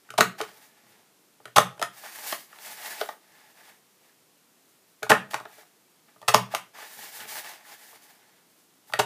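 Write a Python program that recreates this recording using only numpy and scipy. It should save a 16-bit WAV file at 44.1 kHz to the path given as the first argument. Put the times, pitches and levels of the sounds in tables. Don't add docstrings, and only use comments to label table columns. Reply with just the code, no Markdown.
import sys
import numpy as np
from scipy import signal
from scipy.fft import rfft, irfft, next_fast_len
from scipy.io import wavfile
from scipy.ndimage import uniform_filter1d

SR = 44100
rng = np.random.default_rng(int(sys.argv[2]) if len(sys.argv) > 2 else 0)


def elevation(decibels):
    levels = np.asarray(decibels, float)
    return 10 ** (levels / 20)


def persist_wave(psi):
    counts = np.round(np.clip(psi, -1, 1) * 32767).astype(np.int16)
    wavfile.write(sys.argv[1], SR, np.atleast_2d(counts).T)


N = 399105

# (frequency [Hz], level [dB per Hz])
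CRACK_COLOUR = [(300, -35), (1000, -12.5), (1700, -1.5), (2400, 6), (3200, 6.5), (4500, 2.5), (6500, -0.5),
                (9000, -3), (12000, -6), (16000, -12.5)]
# (frequency [Hz], level [dB], time to fade by 60 dB [s])
TABLE_MODES = [(125, -3, 0.19), (192, -2, 0.15), (238, -1.5, 0.09), (328, -9, 0.032), (409, 1.5, .09),
               (493, -1.5, 0.036)]


def level(x, db=0):
    return x * elevation(db) / np.sqrt(np.mean(x ** 2) + 1e-30)


def peak(x):
    return x / np.max(np.abs(x))


def colour(x, points):
    hz, db = np.transpose(points)
    size = next_fast_len(len(x))
    f = np.maximum(np.arange(size // 2 + 1) * SR / size, 1)
    gain = elevation(np.interp(np.log(f), np.log(hz), db))
    return irfft(rfft(x, size) * gain, size)[:len(x)]


def band(x, hz, width_hz):
    return signal.lfilter(*signal.iirpeak(hz, hz / width_hz, fs=SR), x)


def walk(rate):
    hold = int(SR / rate)
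    steps = np.repeat(rng.standard_normal(N // hold + 1), hold)
    return level(uniform_filter1d(steps, hold)[:N])


def shears():
    # (time [s], peak [dB], centre of the ring [Hz], crack over ring [dB])
    cuts = [
        (.1835, -13.5, 800, 1),
        (1.5652, -9, 1000, 0),
        (5.1, -10.5, 986, 0.5),
        (6.285, -9.5, 973, 1),
        (8.9955, -9.5, 780, -3),
    ]
    return contacts(cuts, CRACK_COLOUR, thud_db=-13.5, ms=6.8, grit_db=0.5, focus=5.5, rattle_db=-21, jolt=0.13)


def snaps():
    # (time [s], peak [dB], centre of the ring [Hz], crack over ring [dB])
    blows = [(.1855, -6.5, 700, -18), (.2035, -17.5, 1040, -4), (.2079, -2.7, 1000, 0),
             (.2126, -11.5, 1475, -1), (1.5708, -5.5, 1275, -23), (1.5775, -18.5, 795, -11.5),
             (1.5829, -1.2, 1120, -2), (5.1045, -5, 1149, -6.5), (5.1135, -7, 797, -7.5),
             (5.1178, -.5, 1185, -8.5), (6.3405, -9.5, 809.5, -5), (6.345, 0.1, 767.6, 0.5)]
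    return contacts(blows, CRACK_COLOUR, thud_db=-15.5, ms=0.91, grit_db=1.32, focus=7.1, rattle_db=-16.5, jolt=1.3)


def returns():
    # (time [s], peak [dB], centre of the ring [Hz], crack over ring [dB])
    clacks = [(.4045, -19.5, 985, -21), (.414, -21, 990, 3.5), (1.779, -43, 1193, -3), (1.796, -31, 730, 0),
              (1.816, -18.5, 700, -5), (1.8265, -13, 1370, 1.5), (5.311, -39, 847, 7.5),
              (5.3345, -25, 1060, -5), (5.3432, -13.5, 960, -5), (5.401, -33, 1100, -2),
              (5.41, -34, 686, -19), (6.539, -19.5, 760, -23), (6.5495, -14, 1210, 1.5)]
    return contacts(clacks, CRACK_COLOUR, thud_db=-34, ms=1.6, grit_db=3.0, focus=8, rattle_db=-15, jolt=1.0)


def presses():
    # (time [s], peak [dB], centre of the ring [Hz], crack over ring [dB])
    clicks = [(.090, -39, 1525, -16), (.105, -29, 1438, 1), (.139, -31.5, 690, -6.5), (.515, -47, 760, 0.5),
              (1.402, -45, 812, -21.5), (1.456, -31.5, 1318, 0.5), (1.480, -39.5, 1026, -2),
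              (5.024, -32, 823, -24), (5.031, -19, 1172, -1.5), (5.066, -29.5, 872, -24),
              (6.161, -47.5, 870, -33.5), (6.217, -39.5, 797, 1), (6.228, -35.5, 690, -10),
              (8.899, -39.5, 905, -20), (8.924, -31.5, 880, -4), (8.937, -14, 1204, 1)]
    return contacts(clicks, CRACK_COLOUR, thud_db=-29, ms=2.1, grit_db=2.5, focus=4.4, rattle_db=-15, jolt=0.7)


def knocks():
    # (time [s], peak [dB], centre of the ring [Hz], crack over ring [dB])
    taps = [(2.037, -35.5, 687, -25), (2.326, -18.5, 1100, 1), (2.529, -40, 1720, -19),
            (2.587, -44, 870, 7), (3.0132, -16.5, 867, -3), (3.090, -22.5, 890, -9.5),
            (5.454, -28.5, 760, -12), (5.583, -44, 680, -25), (5.630, -47, 818, -13), (5.885, -72, 902, -4),
            (6.085, -53.5, 2000, -8.5), (6.785, -32, 950, -11.5), (6.826, -36, 870, -19),
            (7.205, -41, 867, 11), (7.254, -42, 815, 8), (7.651, -44, 1810, -12), (7.445, -40, 1690, 6),
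            (7.93, -44.5, 870, -10)]
    # (frequency [Hz], level [dB per Hz])
    edge_colour = [(300, -24), (1000, -3), (2000, 3), (3500, 1), (5000, -5.5), (8000, -18), (16000, -22)]
    return contacts(taps, edge_colour, thud_db=-52, ms=2.2, grit_db=2.0, focus=4.0, rattle_db=-13.5, jolt=0.41)


def contacts(rows, edge, thud_db, ms, grit_db, focus, rattle_db, jolt):
    # (frequency [Hz], level [dB], time to fade by 60 dB [s])
    board_modes = [(433.5, -7.5, 0.063), (570, 1.5, 0.011), (704, -5.5, 0.022), (795.6, -3.5, 0.014),
                   (839.4, -0.5, 0.019), (985, -4, 0.012), (1040, -9, 0.024), (1198, -1, 0.024),
                   (1400, 3, 0.0082), (1680, -7.5, 0.024), (1810, -3.5, 0.021), (1830, -6.5, 0.0054),
                   (2390, -2.5, 0.0024), (3240, -11, 0.005)]
    out, t = np.zeros(N + SR), np.arange(SR // 3) / SR
    burst_t = t[:3000]
    u = burst_t * 1000 / ms
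    push = u ** 2 * np.exp(2 - 2 * u)
    rattle = elevation(rattle_db) * np.exp(-burst_t / 0.017) * (1 - np.exp(-u ** 2))
    bass_cut = signal.butter(2, 330, "high", fs=SR, output="sos")
    for s, db, hz, crack_db in rows:
        slips = rng.standard_normal(len(u)) * elevation(grit_db * rng.exponential(size=len(u)))
        force = slips * (push + rattle)
        blow = force.copy()
        blow[np.argmax(push)] += jolt * np.sqrt(np.sum(force ** 2))

        board = np.array([*board_modes, (hz, 1.5, 0.012)])
        board[:, 1] -= focus * np.abs(np.log2(board[:, 0] / hz))
        body = signal.fftconvolve(ring(board, t, 1.8), blow)[:len(t)]
        body = signal.sosfilt(bass_cut, body)

        thud = signal.fftconvolve(ring(TABLE_MODES, t, 1.5), push)[:len(t)]
        thud_gain = elevation(thud_db - 0.31 * (db + 13))

        crack = colour(np.pad(force * rng.choice([-1, 1], len(u)), 256), edge)

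        i = int((s - ms / 1000) * SR)
        out[i:i + len(t)] += elevation(db) * (peak(body) + thud_gain * peak(thud))
        out[i - 256:i - 256 + len(crack)] += elevation(db + crack_db) * peak(crack)
    return out[:N]


def ring(modes, t, spread_db):
    hz, db, t60 = (column[:, None] for column in np.transpose(modes))
    chance = rng.standard_normal((len(modes), 2))
    hz = hz * (1 + 0.017 * chance[:, :1])
    sign = (-1.) ** np.arange(len(modes))[:, None]
    size = sign * elevation(db + spread_db * chance[:, 1:])
    return np.sum(size * np.sin(2 * np.pi * hz * t) * 1000. ** (-t / t60), axis=0)


def card():
    # (start [s], length [s], scrape [dB], fibre hiss over scrape [dB])
    turns = [(1.91, 0.2, -48.5, 2), (2.023, 0.049, -43, -18), (2.092, 0.16, -44.5, 3.5),
             (2.248, 0.063, -39.5, 7.5), (2.327, 0.11, -64.5, 13), (2.465, 0.14, -53, -2.5),
             (2.573, 0.16, -44.5, 2.5), (2.72, 0.29, -39.5, -1), (3.012, 0.079, -57, 8.5),
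             (6.73, 0.12, -43.5, -6), (6.836, .12, -49, 4.5), (6.953, 0.12, -44.5, 2),
             (7.075, 0.13, -47, 6.5), (7.187, .025, -41, -12), (7.258, .12, -42, 6.5),
             (7.352, .04, -41, -14), (7.409, 0.087, -40, -4.5), (7.532, 0.084, -56.5, -9),
             (7.63, 0.089, -51, 2), (7.702, 0.02, -46, -8), (7.752, 0.17, -54, 3.5),
             (7.907, 0.037, -53, -8), (7.97, 0.16, -56.5, .1)]
    # (start [s], length [s], scrape [dB], fibre hiss over scrape [dB])
    nudges = [(0.037, 0.019, -63, -19), (0.46, 0.19, -56.5, 0.5), (0.654, 0.37, -61.5, -19.5),
              (0.87, 0.021, -71, 11), (3.188, 0.28, -56.5, -6), (3.475, .04, -61, 0),
              (3.533, 0.17, -53, -3.5), (3.882, .03, -77.5, 9), (3.975, 0.12, -64, -3.5),
              (4.601, .12, -76.5, 11), (4.871, 0.024, -80, 16), (5.438, 0.18, -56.5, -0.5),
              (6.066, 0.024, -64, -9), (8.136, 0.24, -61.5, -11), (8.49, 0.027, -79, 14),
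              (8.55, 0.056, -75, 12), (8.862, 0.054, -62.5, 8.5)]
    # (start [s], length [s], scrape [dB], fibre hiss over scrape [dB])
    rubs = [
        (0.377, 0.029, -40.5, -6.5),
        (5.302, 0.02, -47, 3),
        (6.5, 0.049, -43, -7.5),
    ]
    # (start [s], length [s], rumble [dB])
    drags = [(.74, 0.22, -66), (1.954, 0.33, -73), (2.642, 0.11, -67), (6.958, 0.027, -56.5),
             (7.17, 0.084, -54.5), (7.296, 0.077, -61), (7.696, 0.034, -75)]
    # (frequency [Hz], width [Hz], level [dB])
    scrape_bands = [(717.6, 93, -10), (867, 110, 1.5), (1180, 710, 2.5), (1720, 330, 3.5),
                    (2160, 1200, -3.5), (3300, 710, -9), (4480, 510, -12)]
    # (frequency [Hz], level [dB per Hz])
    fibre_colour = [(800, -32.5), (2000, -4), (3000, -4.5), (4500, -1.5), (7000, -2), (10000, -1.5),
                    (13000, -1), (16000, 0)]

    start, length, db, hiss_db = np.transpose([*turns, *nudges, *rubs])
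    pressure = strokes(start, length, db)
    speed = strokes(start, length, db + hiss_db)
    shake = np.hypot(elevation(-35) * pressure, strokes(*np.transpose(drags)))

    grit_db = np.array([[2.3], [1.7], [1.0]])
    grains = rng.standard_normal((3, N)) * elevation(grit_db * rng.exponential(size=(3, N)))
    board_grains, fibre_grains, table_grains = grains
    patch = elevation(1.7 * walk(rate=60))

    scrape = sum(elevation(g + 2 * walk(rate=35)) * level(band(board_grains, hz, w)) for hz, w, g in scrape_bands)
    hiss = colour(fibre_grains, fibre_colour)
    rumble = sum(elevation(g) * level(band(table_grains, hz, 40.)) for hz, g, _ in TABLE_MODES)
    return (pressure * patch * level(scrape, -2.7)
            + speed * patch * level(hiss, -1.9)
            + shake * level(rumble, -1.6))


def strokes(start, length, db):
    rise_share, stop_db_per_s = 0.44, 200
    t, power = np.arange(0, N, 16) / SR, 1e-12
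    for s, d, g in zip(start, length, db):
        speed = np.clip((t - s) / (rise_share * d), 0, 1)
        fade_db = stop_db_per_s * np.clip(t - s - d, 0, 1)
        power = power + (speed * elevation(g - fade_db)) ** 2
    return np.interp(np.arange(N) / SR, t, np.sqrt(power))


def room(x):
    # (frequency [Hz], time to fade by 60 dB [s], level [dB])
    echo_bands = [(150, 0.41, 3), (390, 0.15, 3), (1100, 0.25, -3.5), (2380, 0.28, -0.5), (5630, 0.13, -3),
                  (11900, .21, 3)]
    t = np.arange(SR // 2) / SR
    echoes = rng.standard_normal(len(t)) * np.clip(t / 0.0052, 0, 1)
    tail = sum(elevation(db) * band(echoes, hz, hz) * 1000. ** (-t / t60) for hz, t60, db in echo_bands)
    tail = tail / np.sqrt(np.sum(tail ** 2))
    return x + elevation(-7) * signal.fftconvolve(x, tail)[:N]


def microphone_hiss():
    # (frequency [Hz], level [dB])
    hiss_colour = [(18, -77.5), (30, -51.5), (124, -17.5), (161, -11.5), (303, -11), (328, -11), (437, -12),
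                   (600, -16.5), (649, -15), (1760, -19.5), (5590, -21.5), (14400, -23), (16000, -38.5)]
    return level(colour(rng.standard_normal(N), hiss_colour), -63)


def scene():
    punch = shears() + snaps() + returns() + presses()
    return room(punch + knocks() + card())[None]


def roll_off(x):
    return signal.sosfilt(signal.butter(12, 16440, fs=SR, output="sos"), x)


def record(dry):
    bass_cut = signal.butter(5, 100, "high", fs=SR, output="sos")
    top_cut = signal.ellip(8, 0.2, 35, 15300, fs=SR, output="sos")
    x = signal.sosfilt(bass_cut, np.clip(dry, -1, 1))
    x = signal.sosfilt(top_cut, x + microphone_hiss())
    return roll_off(np.clip(x, -0.94, 0.94))


dry = scene()
out = record(dry)
persist_wave(out)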